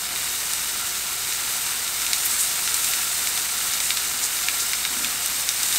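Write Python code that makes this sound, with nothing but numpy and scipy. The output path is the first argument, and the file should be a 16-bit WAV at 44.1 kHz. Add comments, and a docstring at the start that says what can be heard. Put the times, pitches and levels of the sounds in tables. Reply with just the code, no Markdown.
"""A small kitchen: two steaks sear in a cast-iron grill pan, heard close up and in mono.
Water boiling out into hot fat is a dense sizzle of tiny decaying bursts and noise, coloured by the pan.
Single drops pop as filtered clicks with echoes off the pan; juice spurts into steam as swells of hiss.
Pops and spurts stir a short room tail; under it all are a noise-made gas flame, a faint hum and one soft bump."""
import sys
import numpy as np
from scipy import signal
from scipy.fft import rfft, irfft, next_fast_len
from scipy.io import wavfile
from scipy.ndimage import map_coordinates

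SR = 44100
rng = np.random.default_rng(int(sys.argv[2]) if len(sys.argv) > 2 else 0)


def generate_wav(sig):
    """Save sig (samples, or channels by samples) to the path in sys.argv[1] as 16-bit PCM at SR."""
    pcm = np.round(np.clip(np.atleast_2d(sig).T, -1, 1) * 32767).astype(np.int16)
    wavfile.write(sys.argv[1], SR, pcm)


N = 255202  # length in samples


def amp(db):
    """Decibels to gain."""
    return 10 ** (np.asarray(db) / 20)


def unit(x):
    """x scaled to rms 1."""
    return x / np.sqrt(np.mean(x ** 2) + 1e-20)


def along(points, hz):
    """A curve of (Hz, value) points, read on a log frequency axis."""
    point_hz, values = np.transpose(points)
    return np.interp(np.log(hz + 1), np.log(point_hz), values)


def wobble(rate):
    """A smooth random curve through `rate` random knots a second."""
    knots = rng.standard_normal(int(N * rate / SR) + 4)
    return map_coordinates(knots, [np.arange(N) * rate / SR])


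def coloured(x, gain_db):
    """x through a minimum-phase filter, so attacks stay sharp; gain_db maps Hz to dB."""
    m = 2 * next_fast_len(len(x) // 2 + 4096)
    gain = amp(gain_db(np.fft.rfftfreq(m, 1 / SR)))
    cepstrum = irfft(np.log(gain + 1e-6), m)
    # folding the cepstrum onto positive time makes the filter causal
    cepstrum[1:m // 2] *= 2
    cepstrum[m // 2 + 1:] = 0
    response = np.exp(rfft(cepstrum))
    return irfft(rfft(x, m) * response, m)[:len(x)]


def hump(centre_hz, q):
    """Gain in dB of one broad resonance, as a function of frequency."""
    return lambda hz: -10 * np.log10(1 + (q * (hz / centre_hz - centre_hz / (hz + 1))) ** 2)


def lift_db(resonances, hz):
    """The summed lift in dB of (Hz, width in Hz, dB) resonances at each frequency."""
    return sum(db / (1 + (2 * (hz - centre) / width) ** 2) for centre, width, db in resonances)


def add(track, s, sound):
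    """Mix a sound into the track at time s, cut off at the track's end."""
    part = track[max(round(s * SR), 0):][:len(sound)]
    part += sound[:len(part)]


# The kitchen's steady hum. Each row: frequency in Hz, rms level in dB.
HUM_TONES = [(40, -69), (62.5, -56), (100, -69), (125, -75)]


def hum():
    """A few low sine tones whose phases wander a little, so the hum is slightly unsteady."""
    t = np.arange(N) / SR
    tones = 0
    for hz, db in HUM_TONES:
        drift = 0.32 * wobble(4.74)  # radians
        tones = tones + amp(db) * np.sqrt(2) * np.sin(2 * np.pi * hz * t + drift)
    return tones


# The colour of the gas flame. Each row: frequency in Hz, relative level in dB per Hz.
FLAME_COLOUR = [(15, -11), (35, -14), (70, -6.5), (140, -1.5), (250, -3.5), (380, -2.5), (550, -5),
                (1200, -8.5), (4000, -60)]


def burner(flame_db=-48):
    """A burning gas jet's turbulence makes a low rush: steady noise, coloured."""
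    return amp(flame_db) * unit(coloured(rng.standard_normal(N), lambda hz: along(FLAME_COLOUR, hz)))


def bump(at_s=5.0, level_db=-45.5, centre_hz=260, half_s=0.12):
    """A soft low bump: resonant noise under a bell-shaped swell, half_s from peak to 1/e."""
    t = np.arange(N) / SR
    rumble = unit(coloured(rng.standard_normal(N), lambda hz: 2 * hump(centre_hz, q=1.6)(hz)))
    return amp(level_db) * rumble * np.exp(-((t - at_s) / half_s) ** 2)


def kitchen(x, level_db=-12, t60_s=0.3, size=SR // 3):
    """The small room's diffuse answer: a decaying noise tail that starts after 5 ms."""
    t = np.arange(size) / SR
    tail = rng.standard_normal(size) * amp(-60 * t / t60_s) * (t > .005)
    return amp(level_db) * signal.fftconvolve(x, tail / np.linalg.norm(tail))[:N]


# The bursting bubbles together. Each row: frequency in Hz, relative level in dB per Hz.
SIZZLE_COLOUR = [(150, -18), (600, -16.5), (850, -10), (1100, -9), (1300, -4), (3200, -8.5), (4500, -3),
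                 (5700, -4.5), (7000, -1.5), (8500, 1.5), (10000, -5.5), (11200, -8), (12800, -3),
                 (15600, -8.5)]
# Air resonances of the pan and the hob. Each row: centre in Hz, width in Hz, lift in dB.
PAN_RESONANCES = [(723, 40, 8.5), (944, 41, 4), (1375, 22, 7.5), (2240, 560, 4), (2890, 340, 5),
                  (3734, 670, 5.5), (5220, 69, 5), (6075, 140, 4)]


def sizzle_db(hz):
    """The colour of anything that bursts in the pan: bubbles plus pan resonances."""
    return along(SIZZLE_COLOUR, hz) + lift_db(PAN_RESONANCES, hz)


# Juice that runs onto the iron and flashes to steam.
# Each row: start in seconds, level in dB before level_db, pitch in Hz, nominal length in seconds.
STEAM_SPURTS = [(2.25, -21, 13000, 0.022), (2.295, -27, 8550, 0.058), (2.376, -23, 8900, 0.096),
                (3.817, -26, 7600, 0.089), (4.221, -20.5, 7000, 0.041), (4.593, -24.5, 6200, .04)]


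def spurts(level_db=-1, q=1.1, uneven_db=11, sputter_db=1.6, sputter_per_s=200):
    """A swarm of like-sized bubbles: uneven noise around one pitch that swells quickly and dies away."""
    track = np.zeros(N)
    t = np.arange(SR // 3) / SR
    for s, db, pitch_hz, length in STEAM_SPURTS:
        swarm = rng.standard_normal(len(t)) * amp(uneven_db * rng.uniform(-1.1, 1, len(t)))
        # a higher q makes the bubbles more alike in size
        hiss = unit(coloured(swarm, lambda hz: 2 * hump(pitch_hz, q)(hz) + sizzle_db(hz)))
        age = 3 * t / length  # the swell peaks at age 1, a third of the length
        swell = age * np.exp(1 - age)
        sputter = sputter_db * wobble(sputter_per_s)[:len(t)]
        add(track, s, amp(db + level_db + sputter) * swell * hiss)
    return track


def paths(wall_s=.0013, wall_db=-2, rib_db=-13, rib_t60=0.003, scatter_db=-24, scatter_t60=0.072, size=SR // 25):
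    """The way from one spot in the pan: direct, off the ribs and the wall, and scattered by the hob."""
    t = np.arange(size) / SR
    ribs = amp(rib_db - 60 * t / rib_t60)
    hob = amp(scatter_db - 60 * t / scatter_t60)
    response = (ribs + hob) * rng.standard_normal(size)
    response[0] = 1  # direct sound
    add(response, wall_s * rng.uniform(0.92, 1.15), [amp(wall_db)])
    return response


# What a bursting drop rings with. Each row: centre in Hz, width in Hz, lift in dB.
DROP_RING = [(1360, 150, 1), (2360, 470, 5.5), (3710, 350, 4), (5790, 400, 5.5)]


def pop(pitch_hz, q=0.51):
    """One bursting drop: a click and its pan echoes, coloured around its pitch."""
    wave = coloured(paths(), lambda hz: sizzle_db(hz) + lift_db(DROP_RING, hz) + 2 * hump(pitch_hz, q)(hz))
    # rms 1 if all the energy fell within 3 ms
    return wave * np.sqrt(.003 * SR / np.sum(wave ** 2))


def spatter(level_db=-4.5, spread_db=2.0, low_hz=2400, high_hz=13000, count=260):
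    """Smaller drops burst at random times, harder when the fat boils harder."""
    track = np.zeros(N)
    when, pitch, chance = rng.random((count, 3)).T
    times = when * N / SR
    crackle_db, _ = boil(times)
    strong_db = spread_db * np.minimum(-np.log(chance), 3)  # few drops are much stronger
    levels_db = crackle_db + level_db + strong_db
    pitches_hz = low_hz * (high_hz / low_hz) ** pitch
    for s, db, hz in zip(times, levels_db, pitches_hz):
        add(track, s, amp(db) * pop(hz))
    return track


# Large drops that burst in the fat.
# Each row: start in seconds, level in dB before level_db (energy taken over 3 ms), pitch in Hz.
LARGE_POPS = [(0.1602, -27.5, 2800), (0.535, -22, 7800), (1.3242, -26, 5000), (1.878, -27, 3000),
              (2.019, -25, 6400), (2.0654, -23.5, 4330), (2.1322, -16.5, 4600), (2.676, -23, 3100),
              (2.743, -21, 7400), (2.8452, -22.5, 6100), (2.936, -23.5, 3200), (3.2724, -22.5, 4300),
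              (3.376, -24.5, 3900), (3.736, -23, 4700), (3.8028, -23, 4300), (3.9058, -19, 3200),
              (3.972, -22, 3100), (4.4853, -18.5, 2700), (4.7337, -21, 2620), (4.851, -20.5, 2500),
              (5.0461, -21.5, 2800), (5.26, -22, 10100), (5.49, -17, 5340), (5.6322, -21, 6600),
              (5.727, -22.5, 4600), (5.7596, -21.5, 3500)]


def pops(level_db=4.3):
    """The large drops that stand out of the sizzle."""
    track = np.zeros(N)
    for s, db, hz in LARGE_POPS:
        add(track, s, amp(db + level_db) * pop(hz))
    return track


# How hard the fat boils. Each row: time in seconds, level of the fizz in dB before its trim.
BOIL_CURVE = [(0, -29.5), (0.11, -31.5), (0.2, -27.5), (1.15, -29), (1.55, -26.5), (1.95, -28.5),
              (2.17, -26), (2.28, -25), (2.68, -26), (2.91, -23.5), (3.05, -26), (3.7, -26.5), (4.15, -27),
              (4.35, -26.5), (4.75, -27), (5.48, -27.5), (5.77, -23.5)]
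CRACKLE_DB, CRACKLE_FOLLOWS = -30.5, 0.5  # crackle: centre level in dB, dB gained per dB of fizz


def boil(t):
    """Levels in dB of crackle and fizz at times t: a harder boil mostly adds small bubbles."""
    s, db = np.transpose(BOIL_CURVE)
    fizz_db = np.interp(t, s, db)
    crackle_db = CRACKLE_DB + CRACKLE_FOLLOWS * (fizz_db - fizz_db.mean())
    return crackle_db, fizz_db


def burst(phase, life):
    """A bursting bubble: a pressure swing that decays to 1/e in `life` cycles."""
    return np.sin(2 * np.pi * phase) * np.exp(-phase / life)


def bubbles(count, spread_db, life, size=80):
    """Tiny bursts at random times, pitches and strengths, roughly even in colour, at rms 1."""
    when, pitch = rng.random((2, count))
    hz = 900 + 15000 * pitch
    uneven_db = spread_db * np.clip(rng.standard_normal(count), -3, 2.6)
    strength = amp(uneven_db) * np.sqrt(hz)  # makes up for the shorter life of high bursts
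    waves = strength[:, None] * burst(hz[:, None] * np.arange(size) / SR, life)
    places = (when * N).astype(int)[:, None] + np.arange(size)
    x = np.bincount(places.ravel(), waves.ravel(), N + size)[:N]
    return unit(x - x.mean())


def sizzle(fizz_trim_db=0.62, split_hz=5500, wash_db=-2, flurry_db=0.28, flutter_db=0.31, flutter_per_s=40):
    """Large bubbles crackle low and small ones fizz high, over a wash of bursts too dense to tell apart."""
    crackle_db, fizz_db = boil(np.arange(N) / SR)
    below = lambda hz: -10 * np.log10(1 + (hz / split_hz) ** 6)
    above = lambda hz: -10 * np.log10(1 + (split_hz / (hz + 1)) ** 6)
    # the wash is plain noise
    large = bubbles(count=20000, spread_db=1.1, life=0.31) + amp(wash_db) * rng.standard_normal(N)
    small = bubbles(count=28000, spread_db=2.0, life=0.35) + amp(wash_db) * rng.standard_normal(N)
    crackle = unit(coloured(large, lambda hz: sizzle_db(hz) + below(hz)))
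    fizz = unit(coloured(small, lambda hz: sizzle_db(hz) + above(hz)))
    clumps = flurry_db * (wobble(35) + wobble(140))  # bubbles come in clumps
    flutter = flutter_db * wobble(flutter_per_s)  # the boil is never quite even
    crackle *= amp(crackle_db + clumps + CRACKLE_FOLLOWS * flutter)
    fizz *= amp(fizz_db + fizz_trim_db + clumps + flutter + 0.19 * wobble(60))
    return crackle + fizz


def scene():
    """Stove, room and pan, the same in both channels; the room answers only the sharp sounds."""
    background = burner() + hum() + bump()
    spits = spurts() + spatter() + pops()
    mono = background + kitchen(spits) + spits + sizzle()
    return np.array([mono, mono])


def record(dry, top_hz=15730):
    """A steep low-pass: nothing is kept from top_hz upwards."""
    m = next_fast_len(N + SR // 4)
    passed = np.fft.rfftfreq(m, 1 / SR) < top_hz
    return irfft(rfft(dry, m) * passed, m)[:, :N]


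dry = scene()
out = record(dry)
generate_wav(out)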